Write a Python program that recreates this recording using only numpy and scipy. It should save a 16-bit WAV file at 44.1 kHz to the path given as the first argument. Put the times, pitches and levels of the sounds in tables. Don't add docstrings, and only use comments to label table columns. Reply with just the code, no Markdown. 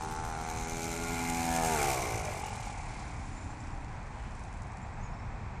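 import sys
import numpy as np
from scipy import signal
from scipy.fft import rfft, irfft
from scipy.io import wavfile
from scipy.ndimage import uniform_filter1d

SR = 44100
rng = np.random.default_rng(int(sys.argv[2]) if len(sys.argv) > 2 else 0)


def boost(x):
    u = np.asarray(x, float) / 20
    return 10 ** u


def waveform_to_disk(signal):
    frames = np.transpose(np.atleast_2d(signal))
    scaled = np.clip(frames, -1, 1) * 32767
    samples = np.round(scaled).astype(np.int16)
    wavfile.write(sys.argv[1], SR, samples)


N = 246959
FIRE_OUT_S, FIRE_FADE_S = 3.15, 0.3

# [t/s, engine cycles/s]
SPEED = [(0.0, 78.2), (0.33, 80.1), (0.79, 82.2), (1.18, 84.0), (1.58, 83.0), (1.68, 80.6), (1.735, 79.0),
         (1.765, 74.9), (1.8, 73.2), (2.01, 63.6), (2.1, 57.9), (2.32, 48.3), (2.43, 44.3), (2.66, 40.5),
         (2.95, 36.0), (5.6, 12.3)]
# [t/s, level/dB]
NEARNESS = [(0, -51), (.36, -50.5), (.85, -43.5), (1.06, -44.5), (1.51, -40), (1.8, -37.5), (2.01, -41.5),
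            (2.3, -47.5), (2.55, -51), (2.9, -56.5), (3.3, -59.5), (3.98, -69), (4.4, -65), (4.95, -72.5),
            (5.6, -83)]
# [f/Hz, density/dB per Hz]
HISS = [(1650, -14.5), (2700, -2.5), (3240, -6.5), (4600, -6), (5770, -3.5), (7440, -2), (10200, -11.5),
        (11400, -20.5), (12200, -7), (13000, -12), (13700, -11.5), (14600, -17.5), (16000, -35)]


def rms_one(x):
    return x / np.sqrt(np.mean(x ** 2) + 1e-20)


def in_time(rows):
    s, *columns = np.transpose(rows)
    return [np.interp(np.arange(N) / SR, s, c) for c in columns]


def evened(x):
    return x / np.sqrt(uniform_filter1d(x ** 2, size=6000) + 1e-12)


def drift(rate_hz):
    knots_per_s = 60
    knots = rng.standard_normal(int(N / SR * knots_per_s) + 2)
    pole = np.exp(-2 * np.pi * min(rate_hz, 25) / knots_per_s)
    smooth = rms_one(signal.lfilter([1], [1, -pole], knots))
    return np.interp(np.arange(N) / SR * knots_per_s, np.arange(len(knots)), smooth)


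def coloured(spectrum):
    hz, level_db = np.transpose(spectrum)
    grid_hz = np.arange(N // 2 + 1) * SR / N + 1
    gain = boost(np.interp(np.log(grid_hz), np.log(hz), level_db))
    return rms_one(irfft(rfft(rng.standard_normal(N)) * gain, N))


def resonate(x, modes):
    out = 0
    for hz, width_hz, level_db in modes:
        r = np.exp(-np.pi * width_hz / SR)
        poles = [1, -2 * r * np.cos(2 * np.pi * hz / SR), r * r]
        out = out + boost(level_db) * signal.lfilter([(1 - r * r) / 2, 0, (r * r - 1) / 2], poles, x)
    return out


def steep(x, hz, width_hz):
    return resonate(resonate(x, [(hz, width_hz, 0)]), [(hz, width_hz, 0)])


def pipe(x, modes, facing_db):
    return evened(sum(boost(level_db + side * facing_db) * steep(x, hz, width_hz)
                      for hz, width_hz, level_db, side in modes))


def window(start_s, end_s, edge_s):
    t = np.arange(N) / SR
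    return np.clip(np.minimum(t - start_s, end_s - t) / edge_s + .5, 0, 1)


def facing(at_s, for_s):
    return np.exp(-((np.arange(N) / SR - at_s) / for_s) ** 2)


def fire():
    return np.clip(1 - (np.arange(N) / SR - FIRE_OUT_S) / FIRE_FADE_S, 0, 1)


def cycles(per_s, at_s):
    turns = np.cumsum(per_s) / SR
    return turns - turns[int(at_s * SR)] + 400


def clicks(turns, spread_db):
    whole = np.floor(turns).astype(int)
    strength = boost(spread_db * rng.standard_normal(800))
    return (np.diff(whole, prepend=whole[0]) > 0) * strength[whole]


def stroke(noisy, beats, flow):
    return np.sqrt(1 - noisy) * beats + np.sqrt(noisy) * flow


def field():
    # [f/Hz, density/dB per Hz]
    rumble = [(15, -49), (25, -1.5), (110, -4.5), (150, -11.5), (230, -15.5), (290, -23), (550, -26),
              (800, -17), (1050, -20.5), (1250, -26), (2500, -29.5), (2850, -42.5), (7700, -47.5),
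              (12000, -69)]
    whine = rms_one(steep(rng.standard_normal(N), 7590, 60))
    return boost(-40.5 + 0.28 * drift(0.69)) * coloured(rumble) + boost(-81) * whine


def birds():
    # [t/s, start f/Hz, level/dB]
    chirps_up = [
        (3.235, 6940, -65),
        (3.355, 6830, -57),
        (3.485, 7000, -60),
        (3.59, 7300, -61),
        (3.71, 6900, -66),
        (4.81, 7000, -61),
    ]
    # [t/s, length/s, f/Hz, level/dB]
    twitter = [(3.402, 0.033, 7170, -59), (4.927, 0.022, 7700, -65), (5.0, 0.027, 6260, -62),
               (5.023, 0.03, 6830, -57), (5.055, .018, 6620, -57), (5.112, 0.011, 6950, -64),
               (5.133, 0.028, 5430, -64), (5.183, 0.031, 5420, -62), (5.13, .012, 5200, -65),
               (5.045, .015, 5320, -64), (3.442, .025, 7130, -59), (3.6, 0.0123, 7100, -58),
               (3.325, .015, 7000, -57)]
    up_s, up_hz = .041, 697
    out = np.zeros(N)
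    notes = [(s, up_s, hz, hz + up_hz, level_db) for s, hz, level_db in chirps_up]
    notes += [(s, length_s, hz, hz, level_db) for s, length_s, hz, level_db in twitter]
    for s, length_s, start_hz, end_hz, level_db in notes:
        t = np.arange(int(length_s * SR)) / SR
        pitch_hz = start_hz + (end_hz - start_hz) * t / length_s + 70.0 * np.sin(2 * np.pi * 83.0 * t)
        note = np.hanning(len(t)) ** .5 * np.sin(2 * np.pi * np.cumsum(pitch_hz) / SR)
        out[int(s * SR):int(s * SR) + len(t)] += boost(level_db) * note
    echoes = [(0.011, 0.48), (0.027, 0.3), (0.059, 0.25)]   # (lag s, gain)
    return out + sum(gain * np.roll(out, int(lag_s * SR)) for lag_s, gain in echoes)


def blade_tone():
    speed = in_time(SPEED)[0]
    turns = cycles(speed, 4.5275)
    fuselage_hz, width_hz, level_db = 286, 40, -55
    tone = 0
    for k in range(7, 13):
        passing = np.exp(-((k * speed - fuselage_hz) / width_hz) ** 2)
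        tone = tone + boost(level_db + 1.7 * drift(3.6)) * passing * np.sin(2 * np.pi * k * turns)
    return window(2.82, 3.92, 0.15) * tone


def wing_gusts():
    # [f/Hz, width/Hz, level/dB, at t/s, for/s]
    gusts = [
        (1490, 190, -58, 3.95, .06),
        (2960, 390, -65.5, 4.25, 0.11),
        (2200, 770, -64.5, 3.7, 0.092),
        (3970, 2300, -60, 3.0, 0.17),
    ]
    air = rng.standard_normal(N)
    return sum(boost(level_db) * facing(at_s, for_s) * rms_one(resonate(air, [(hz, width_hz, 0)]))
               for hz, width_hz, level_db, at_s, for_s in gusts)


def tappet(turns):
    # [level/dB, facing at t/s, for/s]
    tappet_heard = [
        (-58, 3.68, .12),
        (-61, 3.6, .03),
        (-61, 4.41, .08),
    ]
    level = sum(boost(level_db) * facing(at_s, for_s) for level_db, at_s, for_s in tappet_heard)
    knock = np.diff(np.floor(turns), prepend=turns[0] // 1)
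    return level * 70 * resonate(knock, [(5430, 200, 0)])


def valve_ticks(turns):
    # [share of cycle, level/dB]
    valves = [
        (0.0, 0.5),
        (.27, -1.5),
        (.52, -14),
        (.76, -17),
    ]
    # [f/Hz, width/Hz, level/dB]
    valve_gear = [(4200, 300, 10), (5890, 620, 6), (6550, 900, 0), (7270, 770, -8), (8250, 770, -9)]
    # [t/s, peak level/dB]
    ticks = [(4.3097, -52), (4.3516, -49), (4.394, -46), (4.4374, -46), (4.4793, -53), (4.5277, -47),
             (4.5736, -49), (4.621, -46.5), (4.6699, -49), (4.7198, -48.5), (4.771, -46.5), (4.818, -53)]
    t, side_on_s, side_off_s = np.arange(N) / SR, 4.28, 4.83
    tick_db = -60 - 12 * window(side_on_s, side_off_s, .15) - 45 * np.maximum(t - side_off_s, 0)
    single = np.zeros(N)
    tick_s, peak_db = np.transpose(ticks)
    single[(tick_s * SR).astype(int)] = boost(peak_db - 7.0)
    single = single + boost(-4.5) * np.roll(single, int(.012 * SR))
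    single = signal.lfilter([1], [1, -.99], single)
    contacts = sum(boost(level_db) * clicks(turns - share, spread_db=1.2) for share, level_db in valves)
    burst = signal.lfilter([1], [1, -.985], contacts)
    metal = rms_one(resonate(rng.standard_normal(N), valve_gear)) + 1.27 * coloured(HISS)
    bright = signal.sosfilt(signal.butter(4, 5000, "high", fs=SR, output="sos"), metal)
    return boost(tick_db) * burst * metal + single * bright


def glide():
    air_db, turns = in_time(NEARNESS)[0], cycles(in_time(SPEED)[0], 4.5275)
    airflow = boost(air_db + 1.0 * drift(6.9)) * coloured(HISS)
    fire_out = np.sqrt(1 - fire() ** 2)
    return tappet(turns) + fire_out * (valve_ticks(turns) + airflow) + blade_tone() + wing_gusts()


def air_hiss(turns, later):
    # [f/Hz, width/Hz, level/dB, facing at t/s, for/s]
    panels = [(6100, 400, 3.5, 0.23, 0.37), (7960, 830, -3.5, .1, 0.33), (6420, 390, 7.5, 0.73, 0.28),
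              (6900, 130, 3, 0.63, 0.093), (4125, 270, 0, 0.71, 1), (5960, 220, -3, 0.89, 0.18),
              (7160, 410, 2, 0.96, 0.57), (6510, 340, 0, 1.66, 0.55), (8440, 370, 0, 1.6, 1),
              (9300, 620, -5.5, 1.9, 0.74), (7550, 170, 3, 1.75, 0.31), (5940, 270, 0.5, 1.96, 0.16),
              (6250, 420, 3.5, 2.16, .15), (7100, 230, -3.5, 1.8, 0.69)]
    puff_at, second_puff_at = .09, 0.31
    puffs = (1 - 0.52 * later) * np.exp(-4.0 * ((turns - puff_at) % 1))
    puffs = puffs + 0.41 * later * np.exp(-4.0 * ((turns - second_puff_at) % 1))
    luck = rng.standard_normal(800)
    swell = 0.82 + puffs * boost(1.8 * luck)[(turns - puff_at).astype(int)]
    stall = np.exp(-((turns % 1 - 0.884) / 0.067) ** 2)
    lull = boost(-6.5 * np.abs(luck[::-1])[turns.astype(int)] * stall)
    knocks = swell ** 2.4 * rng.standard_normal(N)
    clatter = rms_one(sum(facing(at_s, for_s) * resonate(knocks, [mode]) for *mode, at_s, for_s in panels))
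    hiss = rms_one(swell * coloured(HISS)) + 0.52 * boost(1.0 * drift(4.6)) * clatter
    hiss = evened(lull * hiss) * boost(0.95 * drift(16.0))
    top = signal.sosfiltfilt(signal.butter(4, 11300, "high", fs=SR, output="sos"), hiss)
    return hiss - .35 * window(2.3, 9, 0.55) * top


def intake(turns, noisy, later, later_at):
    # [f/Hz, width/Hz, level/dB, side it faces]
    throat = [
        (2138, 195, 1, 0),
        (2284, 285, 3.5, 0),
    ]
    first_at = 0.1004
    gulps = np.sqrt(1 - later) * evened(clicks(turns - first_at, spread_db=1.5))
    gulps = gulps + np.sqrt(later) * evened(clicks(turns - later_at, spread_db=-1.5))
    flow = 0.4 + (1 - later) * np.exp(-6.0 * ((turns - first_at) % 1))
    flow = flow + later * np.exp(-6.0 * ((turns - later_at + 0.11) % 1))
    suck = evened(flow * rng.standard_normal(N))
    return pipe(stroke(noisy, gulps, suck), throat, 0)


def cowl_openings(clean):
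    # [f/Hz, width/Hz, level/dB, facing at t/s, for/s]
    cowl = [(497, 69, -52.5, 0.65, 0.28), (606, 59, -50, 0.9, 0.24), (1410, 81, -49, 1.12, 0.16),
            (1696, 110, -47, 1.59, 0.2), (914, 66, -40, 1.9, 0.053), (1360, 250, -44.5, 1.8, 0.08),
            (1062, 125, -41.5, 1.96, 0.12), (417, 240, -73, 2.5, 0.076), (2840, 67, -64, 2.16, 0.26),
            (1350, 190, -50.5, 0.27, 0.32), (616, 92, -47, 2.125, 0.19), (322.6, 110, -47.5, 2.084, 0.17),
            (241, 50, -49.5, 1.56, 0.37), (433, 23, -47.5, 0.96, 0.19), (536, 120, -54.5, 2.49, 0.14),
            (395, 39, -51, 0.093, 0.2), (810, 68, -49, 2.7, 0.074), (800, 130, -46, 2.44, 0.063),
            (2800, 270, -57, 2.47, 0.057)]
    return sum(boost(level_db) * facing(at_s, for_s) * pipe(clean, [(hz, width_hz, 0, 0)], 0)
               for hz, width_hz, level_db, at_s, for_s in cowl)


def exhaust_thump(strokes):
    # [f/Hz, width/Hz, level/dB]
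    thump_modes = [
        (150, 53, 1),
        (270.5, 84, 7.5),
        (402, 38, 6.5),
    ]
    # [t/s, lag/ms]
    ground_echo = [(0, .82), (.75, .78), (1.0, .9), (1.2, 1.0), (1.5, 1.1), (1.76, 1.75), (2.0, 2.1),
                   (2.4, 2.15), (2.7, 1.2)]
    echo_ms = in_time(ground_echo)[0]
    thump = resonate(strokes, thump_modes)
    thump = signal.sosfilt(signal.butter(3, 600, fs=SR, output="sos"), thump)
    return evened(thump + .7 * np.interp(np.arange(N) - echo_ms * SR / 1000, np.arange(N), thump))


def silencer_bark(turns, pulses, gas, noisy, facing_db):
    # [t/s, strength re pulse, lead/cycles]
    blow_down = [(0, 0.16, .3), (.6, 0.33, 0.34), (1.0, 0.59, 0.34), (1.4, 0.35, 0.32), (1.62, 0.27, 0.37),
                 (1.75, 0.66, 0.34), (1.9, 0.65, 0.364), (2.2, 2.4, 0.288), (2.42, 4.3, 0.099),
                 (3.2, 8.2, 0.097)]
    # [f/Hz, width/Hz, level/dB, side it faces]
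    silencer = [
        (770, 120, 0, -1),
        (845, 140, -1, 1),
        (985, 200, -9, 0),
    ]
    early, lead = in_time(blow_down)
    doubled = evened(pulses + early * evened(clicks(turns + lead, spread_db=1.3)))
    return pipe(stroke(noisy, doubled, gas), silencer, facing_db)


def exhaust_rasp(strokes, facing_db):
    # [f/Hz, width/Hz, level/dB, side it faces]
    rasp_modes = [
        (1166, 38, 4, -0.32),
        (1402, 295, 1.5, 0.59),
        (1664, 33, -2.5, -0.93),
    ]
    return pipe(strokes, rasp_modes, facing_db)


def beating(tone, turns):
    # [multiple of cycle, change/dB, at t/s, for/s]
    beats = [(2, 8, 1.98, 0.064), (2, 9.5, 2.23, .18), (3, 9, 1.84, .04), (3, 11, 2.13, 0.13),
             (4, -8, 2.05, .16), (4, 10, 2.2, .05), (4, 2.5, 0.11, 0.12), (5, 4, .08, .1),
             (5, -6.5, 1.49, 0.103), (5, 7.5, 1.84, .07), (5, 8, 2.38, 0.055), (6, 4.5, 0.13, 0.24),
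             (6, -7, 1.2, 0.26), (6, -8.5, 2.24, 0.2), (7, -15, .08, 0.11), (7, -11, 1.76, 0.066),
             (8, 5, .38, 0.12), (8, 8, 1.12, .12), (8, 4.5, 1.55, 0.11), (8, -15, 1.845, 0.075),
             (8, 11, 2.4, 0.071), (9, -12, 0.074, 0.17), (9, 10, 1.895, .09), (10, 7, 1.68, 0.061),
             (10, -8, 1.77, .03), (10, 16.5, 1.95, 0.068), (11, -11, 0.74, 0.21), (11, 10, 2.02, 0.045),
             (12, -7, 0.18, .06), (12, -9, 0.8, .14), (12, -9, 1.8, .03), (12, 5, 1.88, .03),
             (12, -9, 1.98, 0.051), (12, 10, 2.3, .04), (13, 13, 1.08, 0.11), (13, -13, 1.44, 0.08),
             (13, -8, 1.75, .14), (13, 5, 2, 0.025), (14, -10, 0.84, 0.09), (14, -15, 1.68, 0.2),
             (14, 11, 2.08, .03), (15, -5, 1.12, 0.091), (15, -10, 1.48, 0.062), (16, 4, 0.9, .08),
             (17, 8, 1.56, .07), (18, -5, 1.2, 0.19), (18, 8, 1.55, .07), (19, 4, 1.33, 0.15)]
    # [multiple of cycle, change/dB, at t/s, for/s]
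    more_beats = [(2, 10, 2.3, .12), (3, 8, 2.23, .05), (3, 1.5, 1.05, 0.45), (2, 3, 2.12, .05),
                  (15, 8, 2.46, .04), (14, 4, 2.67, .1), (6, -5.5, 1.92, 0.043), (6, 7, 2.04, 0.033),
                  (6, 7, 2.16, .03), (7, -3, 2.01, .05), (8, -10, 1.9, .03), (9, 6, 2.16, .03),
                  (10, -5, 2.11, 0.076), (10, -3, 1.46, .07), (11, 8, 2.04, .03), (11, -4, 1, .12),
                  (11, -7, 1.68, .03), (12, 13, 1.72, .04), (12, -8, .5, .07), (12, 5, 2.28, 0.033),
                  (13, -4, .2, .18), (13, -10, 1.7, .03), (13, 12.5, 1.93, .04), (13, 8, 2.28, .03),
                  (14, -7, 1.9, .05), (14, 13, 2.38, .04), (15, 7, 1.62, .03), (15, -8, 1.89, .05),
                  (15, -7, 2.2, .04), (15, 10, 2.16, .03), (15, -1, 2.26, .04), (16, 8, 1.63, 0.045),
                  (16, -14, 1.77, .04), (16, -5, 1.95, .03), (16, 7, 2.1, 0.033), (16, -8, 2.38, 0.046),
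                  (18, -9, 1.59, .03), (18, -8, 2.02, 0.036), (18, 12, 2.1, .03), (20, 9, 1.68, .03),
                  (21, 7, 1.96, 0.045), (21, 8, 2.22, 0.027)]
    # [t/s, level/dB, for/s]
    stumbles = [
        (1.932, -3.5, 0.0088),
        (2.01, -4, 0.011),
        (2.505, -2, 0.013),
    ]
    out, rows = tone.copy(), beats + more_beats
    for k in {round(row[0]) for row in rows}:
        spin = np.exp(2j * np.pi * k * turns)
        slow = [uniform_filter1d(uniform_filter1d(tone * part, size=640), size=800)
                for part in (spin.real, spin.imag)]
        change_db = sum(level_db * facing(at_s, for_s)
                        for multiple, level_db, at_s, for_s in rows if round(multiple) == k)
        out += (boost(change_db) - 1) * 2 * (slow[0] * spin.real + slow[1] * spin.imag)
    return out * boost(sum(level_db * facing(at_s, for_s) for at_s, level_db, for_s in stumbles))


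def engine():
    # [t/s, level/dB, share of later gulp, its place/cycles]
    intake_heard = [(0, -69, 0.35, 0.44), (.5, -52, 0.35, 0.42), (1.0, -48, 0.63, 0.48),
                    (1.25, -43.5, 0.73, 0.54), (1.55, -48, 0.4, 0.56), (1.85, -40.5, 0.92, 0.42),
                    (2.25, -48, 1, 0.48), (2.6, -53.5, 0.77, 0.69), (3.2, -58, 0.68, 0.69)]
    t, cut_s = np.arange(N) / SR, 1.76
    hiss_db, speed = in_time(NEARNESS)[0], in_time(SPEED)[0]
    intake_db, later, later_at = in_time(intake_heard)
    later = np.clip(later, 0, 1)

    nose_db, tail_db = 4, -3
    stub_facing_db = np.interp(t, [0, 1.82], [nose_db, tail_db])
    wing_shadow, tail_shadow = facing(0.94, 0.35), facing(2.12, 0.11)
    up_the_pipe = window(2.43, 9, 0.096)
    silencer_facing_db = 0.53 * stub_facing_db + 19 * wing_shadow + 2 * up_the_pipe
    away_db = hiss_db + 38
    bark_db = -32.5 + away_db + 0.93 * (stub_facing_db - tail_db) - 8 * wing_shadow - 2.5 * tail_shadow
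    thump_db = -35.5 + 1.09 * away_db + 6 * np.log2(speed / speed.max())
    rasp_db = -45.5 + 0.83 * away_db

    rasp_noise = np.interp(t, [0, cut_s, FIRE_OUT_S], [.12, .65, .9])
    low_noise = .045 + .055 * window(cut_s, cut_s + .5, .2)

    turns = cycles(speed, 1.1535)
    pulses = evened(clicks(turns, spread_db=-0.5))
    gas = evened((5.4 + np.exp(-3.0 * (turns % 1))) * rng.standard_normal(N))

    tone = boost(thump_db) * exhaust_thump(stroke(low_noise / 2, pulses, gas))
    tone = tone + boost(bark_db) * silencer_bark(turns, pulses, gas, low_noise, silencer_facing_db)
    tone = tone + boost(rasp_db) * exhaust_rasp(stroke(rasp_noise, pulses, gas), stub_facing_db)
    tone = tone + boost(intake_db) * intake(turns, rasp_noise, later, later_at)
    dip_share = 0.09 + 0.34 * window(-1, 2.16, 0.13)
    tone = tone - dip_share * resonate(tone, [(635, 120, 0)])
    tone = tone + cowl_openings(stroke(2 * low_noise, pulses, gas))
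    tone = tone + .17 * np.roll(tone, int(.0425 * SR)) + .1 * np.roll(tone, int(.0910 * SR))
    return fire() * (beating(tone, turns) + boost(hiss_db) * air_hiss(turns, later))


def scene():
    return np.tile(field() + birds() + glide() + engine(), (2, 1))


def thinned(x):
    # [from f/Hz, to f/Hz, least rms level/dB, scatter/dB]
    kept = [(9800, 10500, -84, 2), (10500, 11200, -73, 5), (11200, 11650, -68, 6), (11650, 12150, -69, 4),
            (12150, 12700, -68.5, 1), (12700, 13300, -65.5, 1.2), (13300, 13900, -61.5, .8),
            (13900, 14700, -59.6, .3), (14700, 22050, -20, 0)]
    hz, _, frames = signal.stft(x, SR, nperseg=1024)
    for low_hz, high_hz, least_db, scatter_db in kept:
        band = (hz >= low_hz) & (hz < high_hz)
        power = uniform_filter1d(np.sum(np.abs(frames[band]) ** 2, axis=0), size=3) * 4 / 3
        luck = np.repeat(rng.standard_normal(len(power)), 2)[:len(power)]
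        frames[band] *= power > boost(2 * (least_db + scatter_db * luck))
    return signal.istft(frames, SR, nperseg=1024)[1][:N]


def unevenness(x):
    hz, _, frames = signal.stft(x, SR, nperseg=2048)
    edges_hz = [340, 690, 1400, 1900, 2700, 3400, 4200, 5200, 6200, 7000, 7800, 8300, 9200, 10200,
                11000, 12000, 13000]
    band, index = np.searchsorted(edges_hz, hz), np.arange(18)
    chance = np.where(index == 4, .2, .07) * np.clip(index / 4, 0, 1) ** 2
    shape = (18, frames.shape[1])
    tiles = (rng.random(shape) < chance[:, None]) * rng.choice([-1, 1], shape)
    return boost(-13) * signal.istft(frames * tiles[band], SR, nperseg=2048)[1][:N]


def low_pass(x):
    return signal.sosfilt(signal.butter(12, 14700, fs=SR, output="sos"), x)


def record(dry):
    mid = thinned(dry[0])
    mix = mid + unevenness(mid) * np.array([[1], [-1]])
    return low_pass(mix)


dry = scene()
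out = record(dry)
waveform_to_disk(out)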